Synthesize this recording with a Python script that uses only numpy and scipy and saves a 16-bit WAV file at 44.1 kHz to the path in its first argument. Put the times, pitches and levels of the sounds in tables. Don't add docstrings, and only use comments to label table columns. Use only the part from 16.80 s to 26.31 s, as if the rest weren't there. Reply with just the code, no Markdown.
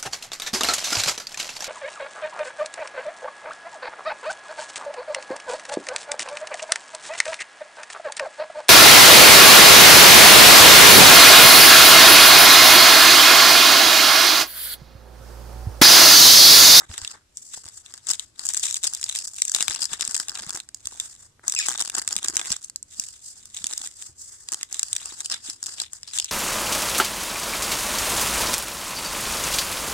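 import sys
import numpy as np
from scipy import signal
from scipy.io import wavfile
from scipy.ndimage import uniform_filter1d

SR = 44100
rng = np.random.default_rng(int(sys.argv[2]) if len(sys.argv) > 2 else 0)


def log_audio(samples):
    frames = np.atleast_2d(samples).T
    limited = np.clip(frames, -1, 1)
    pcm = np.round(limited * 32767).astype(np.int16)
    wavfile.write(sys.argv[1], SR, pcm)


N = 419391

# (time [s], level [dB])
CREASE_SNAPS = [(0.1793, -20.5), (0.248, -23), (0.276, -24), (0.3145, -31.5), (0.5715, -24.5),
                (0.8556, -34), (0.8864, -30), (1.1389, -28.5), (1.2696, -22.5), (1.287, -20),
                (1.2916, -17.5), (1.3022, -14), (1.3113, -12.5), (1.3153, -15), (1.3344, -17.5),
                (1.3955, -20), (1.5937, -24), (1.6532, -18.5), (1.6581, -19), (1.6664, -17), (1.6795, -29),
                (1.6888, -13.5), (1.7366, -16.5), (1.7457, -17), (1.7692, -13.5), (1.7738, -14.5),
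                (1.7961, -21), (1.8316, -20.5), (1.842, -21), (1.855, -16), (1.8659, -19.5), (1.8693, -27),
                (1.9097, -18), (1.9263, -21.5), (1.943, -15), (1.957, -20), (1.9668, -22), (2.0302, -26),
                (2.0363, -17), (2.0417, -12), (2.0465, -15.5), (2.0702, -13.5), (2.0751, -14),
                (2.1356, -19), (2.1488, -17), (2.1734, -31), (2.2134, -23), (2.2288, -21.5), (2.2407, -14),
                (2.2912, -22.5), (2.2955, -16.5), (2.3253, -25.5), (2.3459, -33), (2.3512, -17),
                (2.359, -16), (2.3703, -25), (2.388, -18), (2.4517, -32), (2.4812, -26), (2.5636, -28.5),
                (2.6008, -28), (2.6195, -7), (2.6517, -15), (2.6805, -18), (2.6958, -18), (2.718, -16),
                (2.7477, -6.5), (2.7508, -16), (2.7622, -14), (2.807, -12.5), (2.8256, -12.5),
                (2.8809, -10), (2.8979, -21), (2.9352, -28), (2.9442, -24), (2.9486, -19), (2.9603, -25),
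                (3.007, -25), (3.019, -17), (3.0267, -29), (3.0318, -17.5), (3.042, -21), (3.0546, -19),
                (3.1324, -17.5), (3.1363, -20), (3.2091, -15), (3.2505, -19.5), (3.2768, -17),
                (3.311, -21.5), (3.3447, -15), (3.3496, -16), (3.3532, -18.5), (3.3652, -16), (3.3776, -21),
                (3.3996, -14.5), (3.484, -22), (3.4948, -20.5), (3.5533, -26), (3.5752, -28),
                (3.5856, -31.5), (3.6215, -29), (3.6651, -31.5), (3.6941, -19.5), (3.7057, -22),
                (3.7318, -30), (3.7507, -30), (3.761, -25), (3.773, -26), (3.8013, -24.5), (3.8889, -32),
                (3.9455, -24), (4.0557, -23.5), (4.0716, -17), (4.1994, -14.5), (4.6807, -9.5),
                (4.6968, -16), (4.7221, -14), (4.7496, -16.5), (4.7892, -12), (4.8623, -27), (4.867, -19),
                (4.8761, -31), (4.8851, -12.5), (4.9769, -21.5), (4.9947, -19), (5.0053, -16),
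                (5.0077, -25), (5.0116, -13), (5.0225, -15), (5.0505, -24), (5.068, -35), (5.0773, -22.5),
                (5.0985, -16.5), (5.15, -20), (5.1675, -23), (5.1819, -15), (5.1851, -17), (5.1956, -19.5),
                (5.2173, -21.5), (5.222, -26), (5.2765, -13.5), (5.2887, -21), (5.3275, -15.5),
                (5.3644, -11.5), (5.3802, -24), (5.3868, -23), (5.4292, -24), (5.445, -15), (5.4476, -20.5),
                (5.459, -24), (5.4835, -12), (5.499, -21), (5.556, -20), (5.5677, -9.5), (5.5763, -20.5),
                (5.5946, -17), (5.6726, -41), (5.6736, -34), (5.7037, -17.5), (5.719, -14), (5.7251, -14),
                (5.765, -23.5), (5.845, -25), (5.898, -27.5), (5.9598, -18.5), (6.028, -27.5),
                (6.1974, -12), (6.238, -27), (6.2862, -29), (6.6555, -29), (6.746, -27), (6.7661, -27),
                (6.7772, -27), (6.8422, -18), (6.868, -14), (6.9352, -20), (6.9778, -16.5), (7.0468, -30),
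                (7.0736, -24.5), (7.2234, -26), (7.417, -31), (7.6868, -22.5), (7.7198, -15.5),
                (7.7264, -19.5), (7.7349, -17.5), (7.7441, -17.5), (7.811, -28), (7.8301, -15.5),
                (7.9268, -19), (7.944, -21), (7.994, -14.5), (8.0301, -10.5), (8.0845, -33),
                (8.1298, -13.5), (8.1522, -23), (8.1642, -15), (8.2575, -22.5), (8.326, -35), (8.4051, -21),
                (8.4465, -28), (8.459, -19), (8.4994, -22), (8.5161, -21), (8.522, -18.5), (8.5428, -23),
                (8.6987, -20.5), (8.8283, -21), (8.839, -24.5), (8.8605, -25), (8.8663, -21), (9.0002, -18),
                (9.0178, -20), (9.1328, -23), (9.231, -30), (9.2845, -43), (9.31, -46), (9.3349, -25.5),
                (9.368, -21), (9.376, -18), (9.3863, -12.5), (9.399, -12), (9.4442, -17)]


def snaps(panels_db=-2.5, body_db=-6.5, crimp_s=4.8915, ridge_gap_s=.0081, ridge_db=-17.5, step_db=-1.6):
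    drive = np.zeros((3, 2, N))
    gains = fingers()[:3]
    ridges = [(crimp_s + k * ridge_gap_s, ridge_db + k * step_db) for k in range(8)]
    for at_s, db in CREASE_SNAPS + ridges:
        jolt = buckle()
        answer = gains[:, int(at_s * SR)] / gains[0, int(at_s * SR)]
        answer *= amp(rng.normal([0, panels_db, body_db], [0, 2.5, 2.5]))
        answer *= rng.choice([-1, 1], 3)
        add(drive, at_s, amp(db) * answer[:, None, None] * jolt)
    drive[0] = signal.lfilter([1, -.12], [1], drive[0])
    return drive


def buckle(rise_s=.00013, jolt_t60_s=.0078, ring_t60_s=.014, echo_s=.0025, echo_db=-15, alike=.53):
    t = np.arange(500) / SR
    shared, own = rng.standard_normal(500), rng.standard_normal((2, 500))
    jolt = (alike * shared + np.sqrt(1 - alike ** 2) * own) * amp(-60 * t / jolt_t60_s)
    facet_hz = 2300 * 3 ** rng.random()
    ring = amp(-9 - 60 * t / ring_t60_s) * np.sin(2 * np.pi * (facet_hz * t + rng.random((2, 1))))
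    pop = (jolt + ring) * np.tanh(t / rise_s) ** 2
    pop[:, 6] += 3.42 * rng.choice([-1, 1])
    pop += amp(echo_db) * np.roll(pop[::-1], int(echo_s * SR), axis=1)
    pop /= np.sqrt(np.mean(pop[:, :60] ** 2))
    return np.array([pop[0], np.roll(pop[1], rng.integers(1, 9))])


def rustle(pops_per_s=300, spread_db=3, tilt_db=13, flutter_db=3.5, clump_db=3.5):
    *gains, creasing = fingers()
    shapes = [buckle()[:, :300] for _ in range(64)]
    draws = rng.random((12000, 5))
    times_s = np.cumsum(-np.log(1 - draws[:, 0])) / pops_per_s
    levels_db = spread_db * np.minimum(-np.log(1 - draws[:, 1]), 4)
    pops = np.zeros((3, 2, N))
    for at_s, db, (shape, panels, body) in zip(times_s[times_s < N / SR], levels_db, draws[:, 2:]):
        answer = amp(db + tilt_db * np.array([0, panels - .5, body - .5])) * [1, rng.choice([-1, 1]), 1]
        add(pops, at_s, answer[:, None, None] * shapes[int(shape * len(shapes))])
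    hiss = amp(flutter_db * smooth_noise(N, 300, 300)) * rng.standard_normal((2, N))
    hiss = amp([0, -1, -1])[:, None, None] * hiss
    clumps = unit_rms(pops * amp(clump_db * smooth_noise(N, 500, 500)))
    drive = creasing * clumps + (1 - creasing) ** 2 * hiss
    return drive * np.array(gains)[:, None]


# (start [s], hold [s], rustle [dB], panels re rustle [dB], body re rustle [dB], creasing share [0-1])
FINGER_STROKES = [(0.0, 0.0028, -38, -8.5, 1.5, 0.39), (0.113, 0.2, -37, -3, -9, 0.36),
                  (0.34, 0.0069, -57, -13, 11.5, 0.2), (0.577, 0.13, -40.5, -18, -30, 0.36),
                  (0.737, 0.049, -36.5, -9.5, -18.5, 0.23), (0.85, 0.033, -38.5, -9.5, -14.5, 0.67),
                  (0.934, 0.055, -42, -17, -22, 0.26), (1.06, 0.12, -44, -7, -11.5, 0.51),
                  (1.298, 0.0052, -22.5, -9.5, -16.5, 0.41), (1.399, 0.014, -37, -9.5, -16, 0.25),
                  (1.602, 0.033, -34, -5.5, -12, 0.46), (1.652, 0.31, -28, -11.5, -21, 0.48),
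                  (1.847, 0.0039, -18, -7.5, -24.5, 0.48), (2.045, 0.03, -27, -10.5, -20, 0.43),
                  (2.131, 0.29, -33, -8, -19, 0.56), (2.355, 0.021, -28.5, -5.5, -28, 0.25),
                  (2.442, 0.038, -31.5, -22, -26, 0.68), (2.561, 0.19, -31.5, -13.5, -26, 0.56),
                  (2.752, 0.084, -25, -8, -14.5, 0.37), (2.893, 0.066, -32.5, -2.5, -10, 0.57),
                  (3.025, 0.0083, -24, -6.5, -16.5, 0.4), (3.126, 0.0044, -34, -3, -8, 0.14),
                  (3.217, 0.022, -27.5, -5, -12.5, 0.65), (3.298, 0.13, -29.5, -9.5, -14.5, 0.45),
                  (3.504, 0.25, -40, -5, -9, 0.98), (3.754, 0.006, -28, -9, -12.5, 0.6),
                  (3.955, 0.037, -50.5, -12, -20, 0.51), (4.055, 0.28, -38.5, -12, -17, 0.5),
                  (4.2, 0.06, -34, -11, -16, 0.29), (4.392, 0.057, -44, -16.5, -16, 0.29),
                  (4.647, 0.033, -53.5, -20, 4, 0.51), (4.687, 0.18, -31, -11.5, -20, 0.49),
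                  (4.777, 0.085, -44, 6, -29, 0.98), (4.873, 0.13, -37, -7.5, -8, 0.91),
                  (5.005, 0.052, -26, -7.5, -13.5, 0.57), (5.155, 0.028, -25, -8, -9, 0.72),
                  (5.284, 0.48, -33.5, -8.5, -12.5, 0.66), (5.6, 0.087, -28, -10.5, -9, 0.5),
                  (5.7, 0.014, -27.5, -3.5, -26, 0.26), (5.814, 0.033, -37, -13.5, -24, 0.61),
                  (6.11, 0.26, -40, -9.5, -22, 0.38), (6.2, 0.049, -36.5, -11, -23.5, 0.25),
                  (6.446, 0.069, -38, -13, -26, 0.23), (6.565, 0.36, -43, -11.5, -19.5, 0.41),
                  (6.748, 0.074, -34.5, -6.5, -21.5, 0.46), (6.845, 0.23, -32, -11.5, -19, 0.54),
                  (7.11, 0.06, -47.5, -12, -27, 0.19), (7.203, 0.065, -35, -13, -22, 0.37),
                  (7.394, 0.086, -40.5, -19.5, -26, 0.077), (7.5, 0.13, -46, -16, -17.5, 0.055),
                  (7.69, 0.14, -42, -7, -12.5, 0.33), (7.92, 0.4, -33.5, -9, -17, 0.5),
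                  (8.223, 0.12, -39, -3, -11.5, 0.19), (8.387, 0.025, -30, -11.5, -17, 0.54),
                  (8.45, 0.0093, -33.5, -5.5, -22.5, 0.26), (8.523, 0.014, -30, 1, -9, 0.39),
                  (8.655, 0.05, -31.5, -6.5, -17.5, 0.28), (8.848, 0.089, -33.5, -7.5, -15.5, 0.3),
                  (8.999, 0.012, -27.5, -0.5, -15, 0.44), (9.145, 0.013, -36, -13, -17, 0.38),
                  (9.277, 0.28, -38.5, -1, -17, 0.55), (9.353, 0.014, -26.5, -12.5, -18.5, 0.37)]


def fingers(rise_db_per_s=454, fall_db_per_s=310):
    start_s, hold_s, db, panels_db, body_db, creasing = np.transpose(FINGER_STROKES)[:, :, None]
    t = np.arange(0, N + 44, 44) / SR
    rise_db = rise_db_per_s * np.maximum(start_s - t, 0)
    fall_db = fall_db_per_s * np.maximum(t - start_s - hold_s, 0)
    power = amp(np.maximum(db - rise_db - fall_db, -150)) ** 2
    gains = [np.sqrt((power * amp(part_db) ** 2).sum(0)) for part_db in (0, panels_db, body_db)]
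    share = (power * creasing).sum(0) / power.sum(0)
    return np.array([np.interp(np.arange(N) / SR, t, curve) for curve in gains + [share]])


# (frequency [Hz], density [dB])
FOIL_SPECTRUM = [(2650, -48), (4500, -8), (6400, 0), (7700, 6.5), (9300, -5), (11200, -17.5),
                 (14600, -23.5), (15600, -29), (16500, -67.5)]
# (frequency [Hz], density [dB])
PANEL_SPECTRUM = [(1290, -44.5), (2200, -9.5), (3710, -5), (4190, 3.5), (4600, 1.5), (5980, -35.5),
                  (10100, -120)]
# (frequency [Hz], density [dB])
BODY_SPECTRUM = [(88, -40.5), (150, -15), (330, -9.5), (481, -15.5), (823, -7.5), (1300, -4), (1700, -1.5),
                 (2100, -8), (2990, -56), (5060, -120)]


def crinkle():
    foil, panels, body = snaps() + rustle()
    return (colour(foil, FOIL_SPECTRUM) + retune(panels, PANEL_SPECTRUM, ratio=.858)
            + retune(body, BODY_SPECTRUM, ratio=.95))


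def retune(drive, spectrum, ratio):
    blend_rad = np.pi / 4 * (1 + np.tanh(2 * smooth_noise(N, 2000)))
    higher = colour(drive * np.cos(blend_rad), [(hz / ratio, db) for hz, db in spectrum])
    lower = colour(drive * np.sin(blend_rad), [(hz * ratio, db) for hz, db in spectrum])
    return higher + lower


# (start [s], slip rate [Hz], level [dB])
PEEL_STEPS = [(4.763, 2680, -30), (4.789, 1832, -27.5), (4.805, 1312, -30.5), (4.818, 857, -37),
              (4.837, 336.5, -36)]
# (frequency [Hz], density [dB])
SEAM_SPECTRUM = [(900, -21), (1700, -1.5), (2100, 0.5), (2550, 5.5), (3300, -4), (5200, 3.5), (6200, 0),
                 (7500, 6), (10500, -19)]


def peel(end_s=4.861, sag_per_s=4, jitter=.025, flutter_db=4.5):
    start_s, rate_hz, db = np.transpose(PEEL_STEPS)
    t = np.arange(start_s[0], end_s, 1 / SR)
    step = np.searchsorted(start_s, t, "right") - 1
    wobble, flutter = smooth_noise((2, len(t)), 50)
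    slip_hz = rate_hz[step] * (1 - sag_per_s * (t - start_s[step])) * (1 + jitter * wobble)
    cycles = np.cumsum(slip_hz) / SR - np.array([[0], [.3]])
    slips = sum(np.cos(2 * np.pi * k * cycles) * (k * slip_hz < 12000) for k in range(1, 40))
    gain = np.sqrt(slip_hz / 6000) * amp(db[step] + flutter_db * flutter)
    drive = np.zeros((2, N))
    add(drive, start_s[0], gain * slips)
    return colour(drive, SEAM_SPECTRUM)


# (time [s], level [dB], pitch [Hz])
FINGER_KNOCKS = [(0.094, -32.5, 85), (0.216, -41, 85.6), (0.352, -40.5, 990), (0.775, -36.5, 910),
                 (0.85, -46, 98), (2.889, -42, 108), (3.118, -42, 158), (3.284, -40, 222),
                 (3.609, -45, 206), (3.665, -40, 166), (3.745, -37, 342), (4.049, -49, 90),
                 (4.124, -36, 920), (4.148, -42.5, 810), (4.595, -40.5, 1490), (5.148, -46, 328),
                 (5.36, -37, 184), (5.451, -44, 300), (5.496, -33, 315), (5.535, -35, 340),
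                 (5.565, -42, 247), (5.695, -44, 59), (5.704, -33, 196), (6.188, -41.5, 221),
                 (6.806, -49, 183), (6.84, -42, 254), (7.003, -47.5, 250), (7.29, -44.5, 117),
                 (8.117, -47, 98), (8.323, -35, 900), (8.687, -40.5, 282)]


def thuds(decay_cycles=.71, scuff_gain=.48):
    out = np.zeros(N)
    for at_s, db, hz in FINGER_KNOCKS:
        cycles = np.arange(int(4 * SR / hz)) / SR * hz
        scuff = scuff_gain * smooth_noise(len(cycles), int(SR / hz / 2))
        envelope = cycles * np.exp(1 - cycles / decay_cycles)
        add(out, at_s, amp(db) * envelope * (np.sin(2 * np.pi * cycles) + scuff))
    return out


def walls(direct, t60_s=.2, delay_s=.004, tail_db=-21):
    t = np.arange(SR // 4) / SR
    tail = rng.standard_normal((2, len(t))) * amp(-60 * t / t60_s) * (t > delay_s)
    tail /= np.linalg.norm(tail[0])
    return direct + amp(tail_db) * signal.oaconvolve(direct, tail, axes=1)[:, :N]


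# (frequency [Hz], density [dB])
ROOM_SPECTRUM = [(20, -13.5), (85, 2), (140, -9.5), (320, -13), (600, -19), (1600, -22), (3000, -22.5),
                 (7500, -20.5), (12000, -31), (16500, -65)]
# (frequency [Hz], coherence [0-1])
ROOM_COHERENCE = [(60, 1), (200, .75), (500, .2), (1500, .2), (15000, 0)]


def room(level_db=-62.5, drift_db=1.5):
    frames, hz = N // 512 + 5, np.fft.rfftfreq(2048, 1 / SR)
    left_re, left_im, own_re, own_im, patches = rng.standard_normal((frames, 1025, 5)).T
    patches = unit_rms(uniform_filter1d(uniform_filter1d(patches, 8, axis=0), 16, axis=1))
    alike = curve_at(ROOM_COHERENCE, hz)[:, None]
    left = left_re + 1j * left_im
    right = alike * left + np.sqrt(1 - alike ** 2) * (own_re + 1j * own_im)
    spectra = np.array([left, right]) * amp(curve_at(ROOM_SPECTRUM, hz)[:, None] + drift_db * patches)
    _, noise = signal.istft(spectra, nperseg=2048, noverlap=1536)
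    return amp(level_db) * unit_rms(noise[:, :N])


def amp(db):
    return 10 ** (np.asarray(db) / 20)


def unit_rms(x):
    return x / np.sqrt(np.mean(x ** 2) + 1e-20)


def smooth_noise(shape, *widths_samples):
    noise = rng.standard_normal(shape)
    for width in widths_samples:
        noise = uniform_filter1d(noise, width)
    return unit_rms(noise)


def curve_at(points, hz):
    points_hz, values = np.transpose(points)
    return np.interp(np.log(hz + 1), np.log(points_hz + 1), values)


def add(mix, at_s, sound):
    part = mix[..., round(at_s * SR):][..., :sound.shape[-1]]
    part += sound[..., :part.shape[-1]]


def colour(x, spectrum):
    hz = abs(np.fft.fftfreq(4096, 1 / SR))
    log_gain = np.log(amp(np.maximum(curve_at(spectrum, hz), -100)))
    taps = np.fft.ifft(np.exp(log_gain - 1j * signal.hilbert(log_gain).imag)).real[:2048]
    return signal.oaconvolve(x, taps[None] / np.linalg.norm(taps), axes=1)[:, :N]


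# (time [s], left minus right [dB])
PACK_PAN = [(0, -0.5), (1, 3), (1.5, 4.5), (2.5, 1), (3, 5), (4, -0.5), (5, 2), (6, -0.5), (7.5, 0.5),
            (8.5, 1), (9, 2), (9.5, 2)]


def scene():
    pan_db = np.interp(np.arange(N) / SR, *np.transpose(PACK_PAN))
    pack = (crinkle() + peel()) * amp([pan_db / 2, -pan_db / 2])
    return walls(pack) + thuds() + room()


def record(dry, limit=.8, cutoff_hz=16700):
    taps = signal.firwin(1023, cutoff_hz, window=("kaiser", 12), fs=SR)
    return signal.oaconvolve(np.clip(dry, -limit, limit), taps[None], "same", axes=1)


dry = scene()
out = record(dry)
log_audio(out)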